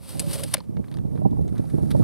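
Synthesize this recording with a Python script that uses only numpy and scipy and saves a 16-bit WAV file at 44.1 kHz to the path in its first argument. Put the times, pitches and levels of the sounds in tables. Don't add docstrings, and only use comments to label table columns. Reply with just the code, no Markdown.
import sys
import numpy as np
from scipy import signal
from scipy.fft import rfft, irfft, next_fast_len
from scipy.io import wavfile
from scipy.ndimage import uniform_filter1d, map_coordinates

SR = 44100
rng = np.random.default_rng(int(sys.argv[2]) if len(sys.argv) > 2 else 0)


def materialize(psi):
    bounded = np.clip(np.atleast_2d(psi).T, -1, 1)
    quanta = np.round(bounded * 32767).astype(np.int16)
    wavfile.write(sys.argv[1], SR, quanta)


def makeup_ratio(level_db):
    decades = np.asarray(level_db, float) / 20
    return 10 ** decades


N = 89611

# frequency in Hz, level in dB per Hz.
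AIR_COLOUR = [(410, -39), (700, -5), (1230, -8.5), (1340, -17), (1930, -21), (2180, -18.5), (3780, -25),
              (15300, -24), (16500, -34)]
# time in seconds, level in dB.
WIND_STRENGTH = [(0, -49.5), (.08, -50.5), (.17, -42), (.32, -40), (.5, -42), (.63, -48), (.7, -44.5),
                 (.8, -39), (.87, -45), (1.0, -35.5), (1.12, -40.5), (1.2, -38), (1.3, -33.5), (1.4, -31.5),
                 (1.58, -38), (1.68, -40), (1.8, -34), (2.03, -30)]
# frequency in Hz, level in dB per Hz.
WIND_COLOUR = [(15, -78), (25, -20), (148, 0), (362, -14.5), (510, -18.5), (730, -25), (810, -27),
               (897, -31), (1500, -59.5), (1950, -89), (3300, -120)]
# time in seconds, level in dB.
TAPE_SPEED = [(0, -60.5), (.05, -50), (.14, -43.5), (.187, -47), (.21, -41.5), (.26, -45), (.335, -37.5),
              (.365, -39.5), (.47, -46), (.53, -43), (.558, -62), (.61, -65), (.68, -79)]
# frequency in Hz, level in dB per Hz.
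HISS_COLOUR = [(500, -0.5), (1000, 0.5), (1700, -6.5), (4600, -1), (7100, -13.5), (8300, 1), (11500, -1),
               (16300, -23.5)]
# time in seconds, pitch in Hz, level in dB.
DRUM_SONG = [
    (0, 541, -63.5),
    (.16, 520, -55.5),
    (.21, 586, -45.5),
    (.28, 566.5, -47.5),
    (.32, 539, -50.5),
    (.345, 553, -41),
    (.40, 560, -45.5),
    (.455, 530, -42),
    (.485, 545, -68),
]
# start in seconds, level in dB, length in seconds, dullness in dB.
SLAP_HITS = [(.0897, -40.5, 0.0048, -6), (.1935, -33, 0.0013, -3), (.1953, -25.5, .002, -5),
             (.1987, -29, 0.0022, -11), (.202, -32, 0.0039, -3.5), (.3296, -32.5, 0.012, -0.5),
             (.378, -46, 0.0028, 14), (.4339, -30, 0.0062, -0.5), (.4813, -56, .006, -6.5),
             (.535, -32.5, 0.0044, 2.5), (.5395, -13.5, 0.0016, -6.5), (.5427, -19, 0.0021, 0),
             (.547, -27.5, 0.0019, 14.5), (.552, -44.5, 0.0093, 30.5), (.568, -43.5, 0.003, 18),
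             (.579, -47.5, 0.0051, 9), (.588, -50, .002, 14.5), (.595, -56, 0.0035, 12),
             (.6035, -54.5, 0.0063, 21.5), (.635, -65, 0.0081, 18)]
# frequency in Hz, level in dB per Hz.
SLAP_COLOUR = [(250, -7.5), (1000, -9.5), (4500, -3), (7100, -11), (8400, -2.5), (10300, 2), (13500, -15),
               (15800, -25), (16500, -60)]
# start in seconds, level in dB, brightness in dB.
WIND_PUFFS = [(0.149, -37.5, -1), (0.199, -37.5, 8), (0.271, -31, 3), (0.305, -37, 1), (0.444, -45, 17),
              (0.58, -50, 12), (0.692, -32, -18), (0.764, -31.5, -2), (0.791, -28, -1), (1.048, -33.5, -6),
              (1.149, -31, 7), (1.186, -30, -0.5), (1.218, -39, 13), (1.256, -17, -9), (1.316, -33, 4),
              (1.389, -30, 1), (1.449, -37, -21), (1.523, -32.5, -25), (1.594, -23.5, -8), (1.64, -50, 6),
              (1.735, -25, -7), (1.781, -31.5, 12.5), (1.829, -27, 4.5), (1.947, -24, 10.5),
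              (1.994, -22.5, 3.5), (2.004, -33, 5)]
# start in seconds, pitch in Hz, level in dB, 60 dB decay in seconds.
PORT_WHISTLES = [(.152, 748, -45, 0.042), (.69, 327.5, -40.5, 0.059), (1.218, 613, -36.5, 0.029),
                 (1.251, 792, -35.5, 0.054), (1.259, 610, -33.5, 0.033), (1.266, 844, -44.5, 0.027),
                 (1.328, 964, -48.5, 0.031), (1.369, 830, -48, 0.025), (1.393, 740, -48, .03),
                 (1.64, 802, -44.5, 0.024), (1.735, 361.4, -33.5, 0.076), (1.948, 618, -37, 0.026)]
# start in seconds, pitch in Hz, level in dB, 60 dB decay in seconds.
LOOSE_PARTS = [(.1953, 8370, -20.5, 0.0042), (.196, 4620, -25, 0.0046), (.199, 8400, -21, .004),
               (.548, 632, -34, 0.024), (.5685, 2300, -42.5, 0.015), (.569, 4150, -46, .015),
               (.579, 545, -38, .045), (.580, 4260, -49, 0.019), (.5395, 5400, -26, .012),
               (.603, 4265, -47, 0.013), (.605, 975, -46, 0.021)]
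# pitch in Hz, level in dB, 60 dB decay in seconds.
CASE_MODES = [
    (298, -46, 0.074),
    (560, -40.5, 0.059),
    (777, -41.5, 0.03),
    (936, -38, 0.022),
    (1250, -38, .018),
    (2050, -33.5, .02),
]
# time in seconds, level in dB.
CLOTH_MOVES = [(0.621, -74.5), (.72, -74.5), (.95, -65), (1.05, -72.5), (1.16, -64.5), (1.25, -71),
               (1.45, -66.5), (1.599, -61), (1.75, -58), (1.85, -58.5), (2.03, -55)]
# frequency in Hz, level in dB per Hz.
CLOTH_COLOUR = [(710, -24.5), (1200, -5.5), (1430, -5.5), (2980, -18.5), (4040, -13), (7170, -18.5),
                (9820, -9), (11300, -13), (16000, -32.5)]
# start in seconds, level in dB, length in seconds, dullness in dB.
FINGER_TICKS = [(.7685, -52, 0.00095, 25), (.8419, -52, 0.0041, 17), (.8637, -63, 0.0012, 10),
                (.8818, -55, 0.0023, 4), (.9143, -50.5, 0.0013, 2.5), (.9252, -53, 0.00085, 6),
                (.9414, -49, .001, -2), (.9482, -54, .001, 12), (.9705, -49, 0.0011, -1),
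                (.986, -52.5, 0.0035, 9), (1.155, -58, 0.0073, 4), (1.175, -55, 0.0045, 15),
                (1.3113, -63.5, 0.00075, -16), (1.4794, -58, 0.00097, -9), (1.484, -60, 0.0063, -3),
                (1.553, -58.5, 0.038, 10), (1.581, -54, 0.0016, -17), (1.6974, -56, 0.0064, -5),
                (1.906, -41, 0.0038, -3.5), (1.913, -41, 0.0041, -6.5), (2.027, -55, 0.0055, 9)]
# frequency in Hz, level in dB per Hz.
TICK_COLOUR = [(530, -17), (900, 4), (2070, -3), (2890, -11), (3730, -1.5), (6890, -21), (9310, -14),
               (13400, -21), (16000, -37.5)]
# start in seconds, pitch in Hz, level in dB, 60 dB decay in seconds.
TICK_TONES = [(.7685, 1550, -45, .012), (.771, 2200, -55, .02), (.842, 1000, -48.5, 0.013),
              (.843, 2185, -56, 0.013), (.882, 1550, -54, .01), (.885, 4000, -57.5, 0.013),
              (.9143, 3900, -49.5, .008), (.9143, 3200, -52, 0.0076), (.925, 1590, -56, .01),
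              (.9414, 3700, -48.5, 0.0063), (.946, 4680, -56.5, 0.023), (.987, 3240, -52, 0.0095),
              (1.176, 1100, -49, 0.017), (1.4794, 6140, -50, .008), (1.484, 2600, -52.5, 0.0097),
              (1.49, 2050, -55, .015), (1.526, 1440, -58, .03), (1.553, 1320, -53, 0.033),
              (1.558, 4200, -62, .012), (1.566, 1560, -58, 0.035), (1.58, 6450, -57.5, .012),
              (1.584, 3970, -61.5, 0.015), (1.598, 1570, -54, 0.016), (1.654, 3980, -59.5, .012),
              (2.02, 1000, -44, .04)]
# frequency in Hz, left over right in dB.
STEREO_LEAN = [(500, 2.5), (2400, 0.5), (6000, -1), (9000, 3.5), (15000, 8)]
# frequency in Hz, lead of the left in radians.
STEREO_LEAD = [(500, -0.46), (6500, -0.65), (10000, -0.15), (15000, -2)]
# frequency in Hz, level of the unrelated part in dB.
STEREO_WIDTH = [(1000, -12), (5000, -12), (14000, -2)]

AIR_DB = -65.5
WIND_LEFT_DB, WIND_RIGHT_DB, WIND_APART_DB, LUMPS_DB = 6.5, 11.5, -16, 1.5
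PUFF_RISE_S, PUFF_FALL_S, PUFF_LOW_HZ = 0.0035, 0.0087, 85
HOOK_S = .5425
DULL_HZ = 2980
SPIKE_S, SCRAPE_S = 0.00022, 0.004
NOTE_RISE = 0.17
ONE_SIDE = np.array([[1], [0]])


def unit(x):
    return x / np.sqrt(np.mean(x ** 2) + 1e-20)


def along(points, hz):
    f, v = np.transpose(points)
    return np.interp(np.log(hz + 1), np.log(f + 1), v)


def curves(rows):
    s, *cols = np.transpose(rows)
    return [np.interp(np.arange(N) / SR, s, c) for c in cols]


def wobble(rate):
    knots = rng.standard_normal(int(N * rate / SR) + 4)
    return map_coordinates(knots, [np.arange(N) * rate / SR])


def filtered(x, response):
    m = next_fast_len(N + 8192)
    return irfft(rfft(x, m) * response(np.fft.rfftfreq(m, 1 / SR)), m)[..., :N]


def noise(colour, grain_db=0, channels=2):
    white = rng.standard_normal((channels, N)) * makeup_ratio(grain_db * wobble(2500))
    return unit(filtered(white, lambda hz: makeup_ratio(along(colour, hz))))


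def strokes(rows, sound, split_hz, rise_s, fall_s, spike=0):
    low = filtered(sound, lambda hz: 1 / (1 + (hz / split_hz) ** 2))
    high = sound - low
    t = np.arange(N) / SR
    out = np.zeros_like(sound)
    for s, db, length, dull_db in rows:
        rise = (t - s) / rise_s - 1
        fall = (s + length - t) / (fall_s + length / 2)
        shape = np.exp(np.minimum(np.minimum(rise, fall), 0))
        shape = shape * (1 + spike * np.exp(-np.abs(t - s - rise_s) / SPIKE_S - (length / SCRAPE_S) ** 2))
        burst = shape * (makeup_ratio(dull_db) * low + makeup_ratio(-dull_db) * high)
        out += makeup_ratio(db) * burst * np.linalg.norm(shape) / np.linalg.norm(burst[0])
    return out


def notes(rows, spread, shorter):
    out = np.zeros(N + SR)
    t = np.arange(SR // 10) / SR
    chances = rng.standard_normal((len(rows), 2, 4, 1))
    for (s, hz, db, t60), (detune, phase) in zip(rows, chances):
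        neighbours = np.sin(2 * np.pi * hz * np.exp(spread * detune) * t + 2 * phase).sum(axis=0)
        cluster = np.sin(2 * np.pi * hz * t) + 0.63 * neighbours
        life = shorter * t60
        decay = makeup_ratio(db + 13 - 60 * t / life)
        soft_start = 1 - np.exp(-t / (NOTE_RISE * life))
        out[round(s * SR):][:len(t)] += decay * soft_start * cluster
    return out[:N]


def placed(pair, apart_db=0):
    side = np.array([[.5], [-.5]])
    direct = filtered(pair[0], lambda hz: makeup_ratio(side * along(STEREO_LEAN, hz))
                      * np.exp(1j * side * along(STEREO_LEAD, hz)))
    return direct + filtered(pair[1], lambda hz: 2 * side * makeup_ratio(along(STEREO_WIDTH, hz) + apart_db))


def air():
    return makeup_ratio(AIR_DB) * placed(noise(AIR_COLOUR), apart_db=4.0)


def wind():
    strength_db, = curves(WIND_STRENGTH)
    rumble = noise(WIND_COLOUR, channels=3)
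    deep = filtered(rumble, lambda hz: 1 / (1 + (hz / PUFF_LOW_HZ) ** 4))
    top = filtered(rumble, lambda hz: hz ** 4 / (hz ** 4 + 400 ** 4))
    body = rumble - deep - top
    lumpy_body = makeup_ratio(LUMPS_DB * wobble(34.87) - 0.5) * body
    fluttering_top = makeup_ratio(1.6 * wobble(13.0) + 3.4 * wobble(120) - 5) * top
    flow = makeup_ratio(strength_db) * (makeup_ratio(8) * deep + lumpy_body + fluttering_top)
    flow = flow + puffs(body, top) + whistles() * [[1], [0], [0]]
    flow = filtered(flow, lambda hz: hz ** 4 / (hz ** 4 + 45 ** 4))
    sides = np.array([-makeup_ratio(WIND_LEFT_DB), makeup_ratio(WIND_RIGHT_DB)])[:, None]
    return sides * flow[0] + makeup_ratio(WIND_RIGHT_DB + WIND_APART_DB) * flow[1:]


def tape_hiss():
    speed_db, = curves(TAPE_SPEED)
    return makeup_ratio(speed_db + 2.3 * wobble(60) + .7 * wobble(300)) * noise(HISS_COLOUR, grain_db=2.0)


def drum():
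    pitch_hz, level_db = curves(DRUM_SONG)
    turn = 2 * np.pi * np.cumsum(pitch_hz + 14 * wobble(45)) / SR
    rough = makeup_ratio(1) * np.sin(turn + 2.2 * wobble(140))
    return makeup_ratio(level_db + 1.3 * wobble(45)) * (np.sin(turn) + rough)


def slaps():
    return strokes(SLAP_HITS, noise(SLAP_COLOUR, grain_db=2.0), DULL_HZ, rise_s=0.00045, fall_s=0.00036)


def puffs(body, top):
    thump_rows = [(s, db, 0, 0) for s, db, _ in WIND_PUFFS]
    crest_rows = [(s + PUFF_RISE_S, db + bright_db - 15.0, 0, 0) for s, db, bright_db in WIND_PUFFS]
    thumps = strokes(thump_rows, body, DULL_HZ, PUFF_RISE_S, PUFF_FALL_S)
    return thumps + strokes(crest_rows, top, DULL_HZ, rise_s=0.0021, fall_s=.006)


def whistles():
    return notes(PORT_WHISTLES, spread=.1, shorter=0.87)


def rattles():
    return notes(LOOSE_PARTS, spread=.1, shorter=0.76)


def case_ring():
    t = np.maximum(np.arange(N) / SR - HOOK_S, 0)
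    return 3 * sum(makeup_ratio(db - 60 * t / t60) * np.sin(2 * np.pi * hz * t) for hz, db, t60 in CASE_MODES)


def cloth():
    level_db, = curves([(.55, -85.5)] + CLOTH_MOVES)
    catches = (rng.random(N) < 60 / SR) * 1.
    crackle = uniform_filter1d(catches, size=30) * 45
    return makeup_ratio(level_db - 1.5 + 1.4 * wobble(90)) * (1 + crackle) * noise(CLOTH_COLOUR, grain_db=1.5)


def ticks():
    clicks = strokes(FINGER_TICKS, noise(TICK_COLOUR, grain_db=1.5), DULL_HZ,
                     rise_s=.00015, fall_s=.0025, spike=3)
    return clicks + notes(TICK_TONES, spread=0.17, shorter=0.63) * ONE_SIDE


def scene():
    tape = tape_hiss() + slaps() + (drum() + case_ring() + rattles()) * ONE_SIDE
    hands = cloth() + ticks()
    return air() + wind() + placed(tape) + placed(hands)


def top_cut(x):
    return signal.sosfilt(signal.butter(12, 16500, fs=SR, output="sos"), x)


def record(dry):
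    return top_cut(dry)


dry = scene()
out = record(dry)
materialize(out)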